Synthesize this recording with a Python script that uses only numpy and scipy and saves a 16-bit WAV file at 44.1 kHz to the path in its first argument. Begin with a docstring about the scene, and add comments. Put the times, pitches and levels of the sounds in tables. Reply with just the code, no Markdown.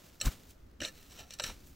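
"""A spade in a garden bed

A steel spade works loose soil and straw, outdoors and close by. Impacts on stones excite the
blade's damped modes as clinks; stick-slip friction in grit drives the same modes as scrapes.
Clods land with a low thud and a spray of crumbs, the sum of many tiny impacts.
Dry straw rustles between the strokes and a light wind rumbles on the microphone."""
import sys
import numpy as np
from scipy import signal
from scipy.fft import rfft, irfft, next_fast_len
from scipy.io import wavfile
from scipy.ndimage import map_coordinates

SR = 44100
rng = np.random.default_rng(int(sys.argv[2]) if len(sys.argv) > 2 else 0)


def transcribe(u):
    """Save the signal u as a 16-bit wav file named by the first command-line argument.

    u: samples, shape (n,) or (channels, n), limited to [-1, 1]; the rate is SR.
    q: integer samples, one column per channel.
    """
    v = np.clip(np.atleast_2d(u).T, -1, 1)
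    q = np.round(v * 32767).astype(np.int16)
    wavfile.write(sys.argv[1], SR, q)


N = 77175
TIME = np.arange(N) / SR


def amp(db):
    """Decibels as an amplitude ratio."""
    return 10 ** (np.asarray(db) / 20)


def unit(x):
    """Normalisation to rms 1."""
    return x / np.sqrt(np.mean(x ** 2) + 1e-20)


def along(points, hz):
    """Interpolation of (Hz, value) points over log frequency."""
    f, v = np.transpose(points)
    return np.interp(np.log(hz + 1), np.log(f + 1), v)


def hump(hz, centre_hz, octaves):
    """A Gaussian band of height 1 over log frequency."""
    return np.exp(-(np.log2((hz + 1) / centre_hz) / octaves) ** 2)


def slope(hz, tilt):
    """Spectral tilt in dB per octave about 1 kHz, flat below 300 Hz."""
    return tilt * np.log2(np.maximum(hz, 300) / 1000)


def filtered(x, response):
    """Zero-phase filtering: the spectrum times a frequency response."""
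    size = next_fast_len(N + SR // 2)
    return irfft(rfft(x, size) * response(np.fft.rfftfreq(size, 1 / SR)), size)[..., :N]


def noise():
    """Two uncorrelated white noises."""
    return rng.standard_normal((2, N))


def wobble(rate):
    """Smooth random modulation, with rate knots per second."""
    return map_coordinates(rng.standard_normal(N // 10), [np.arange(N) * rate / SR])


def grains(per_s, spread_db):
    """Shot noise: tiny contacts of random time and size."""
    size = amp(spread_db * np.minimum(rng.exponential(size=N), 4))
    return noise() * size * (rng.random(N) < per_s / SR)


def swell(peak, rise, fall):
    """Exponential growth and decay, by 20 dB in rise and fall seconds."""
    t = TIME - peak
    return amp(-20 * np.maximum(-t / rise, t / fall))


def struck(start, t60, attack_s=0.00089):
    """Impact envelope: a fast onset, then 60 dB of decay in t60 seconds."""
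    t = np.maximum(TIME - start, 0)
    return (1 - np.exp(-(t / attack_s) ** 2)) * amp(-60 * t / t60)


# Stereo width of the digging. Each row: frequency in Hz, side over mid in dB.
DIG_WIDTH = [(30, -14), (130, -17), (300, -11), (600, -11), (1300, -17.5), (3000, -22), (7000, -13),
             (14000, -8.5)]

def spread(x, gain, width=DIG_WIDTH):
    """Mid-side stereo: two filtered signals give left and right as sum and difference, at rms 1."""
    mid, side = filtered(x, lambda hz: gain(hz) * np.array([np.ones_like(hz), amp(along(width, hz))]))
    return unit(np.array([mid + side, mid - side]))


def coloured(x, spectrum, tilt=0, width=DIG_WIDTH):
    """Source-filter model: an excitation takes on a tilted spectrum, in stereo."""
    return spread(x, lambda hz: amp(along(spectrum, hz) + slope(hz, tilt)), width)


# Wind and open air. Each row: frequency in Hz, relative spectral density in dB.
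WIND_SPECTRUM = [(15, -1.5), (40, 0.5), (70, 0), (130, -11.5), (260, -10.5), (500, -19.5), (900, -28),
                 (1400, -26.5), (2500, -34.5), (6000, -40), (10000, -48.5), (15500, -42)]
# Their stereo width. Each row: frequency in Hz, side over mid in dB.
WIND_WIDTH = [(30, -25), (130, -14), (290, -8), (640, 2), (1400, -2), (5000, -2.5), (15000, -9)]
# Wind strength. Each row: time in seconds, level in dB.
WIND_LEVELS = [(0, -65.5), (.36, -59.5), (.55, -58.5), (.68, -53.5), (.78, -60.5), (1.2, -60), (1.75, -53)]

def wind(crossover_hz=296):
    """Turbulence at the microphone: gusts modulate the low rumble under a steady hiss."""
    level_db = np.interp(TIME, *np.transpose(WIND_LEVELS)) + 0.5 * wobble(7.5)
    air = coloured(noise(), WIND_SPECTRUM, width=WIND_WIDTH)
    rumble = filtered(air, lambda hz: 1 / (1 + (hz / crossover_hz) ** 4))
    return amp(level_db) * rumble + amp(level_db.mean()) * (air - rumble)


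# Dry straw. Each row: frequency in Hz, relative spectral density in dB.
STRAW_SPECTRUM = [(200, 13), (800, 1.5), (2000, 0), (3200, 1.5), (6500, 0.5), (10000, -7), (15500, -2)]
# Its stereo width. Each row: frequency in Hz, side over mid in dB.
RUSTLE_WIDTH = [(300, -15), (700, 2.5), (1400, -10), (3000, -20), (7000, -12), (15000, -4)]
# Strength of the rustle. Each row: time in seconds, level in dB.
RUSTLE_LEVELS = [(0, -60), (.07, -58), (.195, -66), (.33, -67), (.42, -59), (.52, -65), (.545, -69.5),
                 (.79, -78), (.82, -56), (1.05, -63), (1.2, -54), (1.26, -65), (1.38, -62.5), (1.53, -68),
                 (1.62, -60.5), (1.68, -64.5), (1.75, -65)]
# Single stalks snapping. Each row: start in seconds, level in dB.
STALK_SNAPS = [(0.712, -61), (0.951, -61), (0.977, -58), (1.026, -49), (1.124, -59), (1.187, -48),
               (1.3063, -46)]

def straw():
    """Shot noise of stalks and trickling soil, with brief bursts where a stalk fractures."""
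    level_db = np.interp(TIME, *np.transpose(RUSTLE_LEVELS)) + 1.1 * wobble(90)
    snaps = sum(amp(db) * struck(start, t60=0.015) for start, db in STALK_SNAPS)
    rustle = coloured(grains(per_s=5000, spread_db=1.5), STRAW_SPECTRUM, width=RUSTLE_WIDTH)
    return (amp(level_db) + snaps) * rustle


# Yielding earth. Each row: frequency in Hz, relative spectral density in dB.
EARTH_SPECTRUM = [(30, 0), (120, 2.5), (270, -2.5), (420, -17.5), (700, -23.5), (2000, -43.5), (8000, -89)]
# Shoves of the blade. Each row: peak time, rise and fall in seconds, level in dB, tilt in dB per octave.
EARTH_SHOVES = [(0.268, 0.048, 0.045, -36, 10.5), (.32, 0.095, 0.17, -57.5, -4),
                (.822, 0.038, 0.029, -43, -11), (1.205, 0.043, 0.064, -63, 13),
                (1.442, 0.011, 0.038, -46, -6), (1.5, 0.097, 0.042, -48.5, 11.5)]

def earth():
    """Granular yielding: soil gives way under the blade in dull swells of noise."""
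    return sum(amp(db) * swell(peak, rise, fall) * coloured(noise(), EARTH_SPECTRUM, tilt)
               for peak, rise, fall, db, tilt in EARTH_SHOVES)


# Soil crumbs. Each row: frequency in Hz, relative spectral density in dB.
CRUMB_SPECTRUM = [(100, 7), (1000, -1), (3500, 0), (7000, -2.5), (10000, -9), (15500, -7.5)]
# Sprays. Each row: peak time, rise and fall in seconds, level in dB, tilt in dB per octave.
CRUMB_SPRAYS = [(0.259, 0.039, 0.066, -38.5, 3), (0.317, 0.033, 0.092, -50, 0),
                (.51, 0.051, 0.026, -54.5, 3.5), (1.01, 0.11, 0.38, -63, 6.5),
                (1.462, 0.042, 0.12, -46, 0.5), (1.67, 0.035, 0.085, -56.5, 6)]

def crumbs():
    """Superposition: the tiny impacts of scattering crumbs merge into a hiss."""
    out = np.zeros((2, N))
    for peak, rise, fall, db, tilt in CRUMB_SPRAYS:
        impacts = grains(per_s=12000, spread_db=2)
        out += amp(db) * swell(peak, rise, fall) * coloured(impacts, CRUMB_SPECTRUM, tilt)
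    return out


# Clods landing. Each row: start in seconds, level in dB, initial frequency in Hz, length in seconds.
CLOD_THUDS = [(0.246, -24.5, 27, 0.058), (0.252, -35.5, 78.3, 0.051), (1.453, -46, 22.2, 0.091)]

def thuds(firming=1.09):
    """A stiffening spring: as soil packs, the ground's frequency rises by the fraction firming."""
    out = np.zeros(N)
    for start, db, hz, length in CLOD_THUDS:
        progress = np.clip((TIME - start) / length, 0, 1)
        cycles = hz * length * (progress + firming * progress ** 2 / 2)
        envelope = np.sin(np.pi * progress) ** 2
        out += amp(db) * np.sqrt(2) * envelope * np.sin(2 * np.pi * cycles)
    return out


# Knocks in the ground. Each row: start in seconds, level in dB, pitch in Hz, t60 in seconds.
GROUND_KNOCKS = [(0.2108, -45, 540, 0.077), (0.2713, -36.5, 1370, 0.043), (0.27, -41, 720, 0.04),
                 (0.817, -44, 303, 0.13), (0.847, -42.5, 540, 0.034), (1.192, -55.5, 740, 0.26),
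                 (1.3977, -39.5, 608, 0.051), (1.397, -37, 900, 0.032), (1.498, -49, 820, 0.081)]

def knocks():
    """Heavy damping: buried stones and hard clods answer with a brief band of noise."""
    return sum(amp(db) * struck(start, t60) * spread(noise(), lambda hz: hump(hz, pitch, octaves=0.27))
               for start, db, pitch, t60 in GROUND_KNOCKS)


# Modes of the steel blade. Each row: frequency in Hz, relative level in dB, t60 in seconds.
BLADE_MODES = [(521.6, -8.5, 0.13), (1260, -15, 0.22), (1346, -6.5, 0.1), (1767, -4, 0.096),
               (2374, -8.5, 0.14), (2720, -13, 0.19), (3003, -4, 0.095), (3815, 0, 0.084),
               (4090, -8.5, 0.089), (4197, -0.5, 0.075), (4476, -7, 0.077), (5592, -5, 0.11),
               (5850, -13, 0.11), (7720, -9.5, 0.073)]
BURIED = 0.58  # fraction of the ring time left while soil presses on the blade

def ring(colour, t60_scale, loading=0.0049, vary_db=3.7):
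    """Modal synthesis: damped sinusoids, detuned a little on each stroke by the soil's load."""
    t = np.arange(SR // 4) / SR
    hz, db, t60 = np.transpose(BLADE_MODES)[:, :, None]
    hz = hz * (1 + loading * rng.standard_normal(hz.shape))
    gain = amp(db + vary_db * rng.standard_normal(hz.shape) + colour(hz))
    phase = 2 * np.pi * rng.random(hz.shape)
    stereo_phase = amp(along(DIG_WIDTH, hz)) * rng.standard_normal((2, *hz.shape))
    decay = amp(-60 * t / (t60 * t60_scale))
    modes = gain * decay * np.sin(2 * np.pi * hz * t + phase + stereo_phase)
    return modes.sum(1) * np.sqrt(2) / np.linalg.norm(gain)


# The blade's dense, quickly damped clatter. Each row: frequency in Hz, relative spectral density in dB.
CLATTER_SPECTRUM = [(100, -18), (400, -19.5), (560, -1), (1050, -24.5), (1600, -2), (2100, -6), (2900, 4),
                    (3400, -7.5), (3950, 5), (4900, -14), (5750, 4.5), (6700, -10), (7750, -1),
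                    (8800, -13.5), (15500, -21.5)]
# Slides through grit. Each row: peak time, rise and fall in seconds, level in dB, tilt in dB per octave.
GRIT_SCRAPES = [(0.257, 0.0095, 0.015, -40.5, 5), (0.274, 0.0064, 0.027, -43.5, -4.5),
                (0.837, 0.016, 0.033, -38, -2.5), (0.852, 0.011, 0.039, -39.5, 0.5),
                (0.885, 0.043, 0.014, -43.5, 1), (0.979, 0.092, .25, -64, -1),
                (1.123, 0.047, 0.029, -56, 2), (1.197, 0.05, 0.063, -49.5, -1),
                (1.325, 0.039, 0.048, -51, 1), (1.442, 0.036, 0.01, -42, 3.5),
                (1.466, 0.025, 0.054, -42.5, -0.5), (1.504, 0.029, 0.017, -46.5, -3)]

def scrapes(catch_db=1, catches_per_s=280, ring_db=-3.5):
    """Stick-slip friction: grit catches on the sliding blade and drives its modes."""
    out = np.zeros((2, N))
    for peak, rise, fall, db, tilt in GRIT_SCRAPES:
        grit = unit(grains(per_s=9000, spread_db=2.5) * amp(catch_db * wobble(catches_per_s)))
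        force = swell(peak, rise, fall)
        modes = ring(lambda hz: slope(hz, tilt), BURIED)
        tone = signal.fftconvolve(force * grit[:1], modes / np.linalg.norm(modes[0]), axes=1)[:, :N]
        out += amp(db) * (force * coloured(grit, CLATTER_SPECTRUM, tilt) + amp(ring_db) * tone)
    return out


# Hits on stones. Each row: start in seconds, level in dB, tilt in dB per octave, clatter t60 in seconds,
# relative ring level in dB, frequency favoured by the spot struck in Hz, its lift in dB.
STONE_CLINKS = [(0.2017, -48, 3, 0.055, 3.5, 5600, 17.5), (0.2123, -25.5, 3, 0.03, -6, 7850, 7),
                (.2568, -35.5, 12, 0.013, -3.5, 6750, 27), (0.8032, -36.5, -1.5, 0.039, -9.5, 2850, 7),
                (0.8156, -33, -3, 0.042, -13.5, 5660, 7.5), (0.8200, -34, -2.5, 0.049, -14, 1720, 13),
                (0.8328, -37, -1.5, 0.044, -6.5, 1500, 1), (0.8488, -28.5, -3, 0.026, -12.5, 3880, 10.5),
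                (1.3065, -37.5, -0.5, 0.027, -16, 6030, 8.5), (1.3364, -42.5, 6, 0.048, -8.5, 5880, 0.5),
                (1.3868, -48, 2, 0.097, -3, 5700, -1), (1.3973, -28.5, -1.5, 0.035, -6.5, 5550, 4),
                (1.404, -38.5, -4, 0.03, -5.5, 1410, 15), (1.42, -46.5, -6.5, 0.053, 3, 7600, 27),
                (1.4382, -30, 1, 0.039, -9, 5750, 0.5), (1.4432, -32.5, -1.5, 0.028, -4, 1690, 15.5)]

def clinks(contact_db=2, in_soil_s=0.25):
    """Impulse response: a hard contact, clatter and a ring that is damped once the blade is in soil."""
    out = np.zeros((2, N))
    for start, db, tilt, t60, ring_db, focus_hz, focus_db in STONE_CLINKS:
        colour = lambda hz: slope(hz, tilt) + focus_db * hump(hz, focus_hz, octaves=0.25)
        envelope = struck(start, t60) + amp(contact_db) * struck(start, t60=0.004)
        clatter = spread(noise(), lambda hz: amp(along(CLATTER_SPECTRUM, hz) + colour(hz)))
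        modes = ring(colour, BURIED if start > in_soil_s else 1)
        tone = np.pad(modes, ((0, 0), (round(start * SR), N)))[:, :N]
        out += amp(db) * (envelope * clatter + amp(ring_db) * tone)
    return out


def scene():
    """Level panning: the digging lies slightly right and the thuds slightly left, over the wind."""
    digging = clinks() + scrapes() + knocks() + earth() + crumbs() + straw()
    return digging * amp([[-.3], [.3]]) + thuds() * amp([[1], [-1]]) + wind()


def record(dry):
    """Band limiting: a steep low-pass removes the highest treble."""
    cutoff_hz, transition_hz = 15850, 200
    return filtered(dry, lambda hz: np.clip((cutoff_hz - hz) / transition_hz + .5, 0, 1))


dry = scene()
out = record(dry)
transcribe(out)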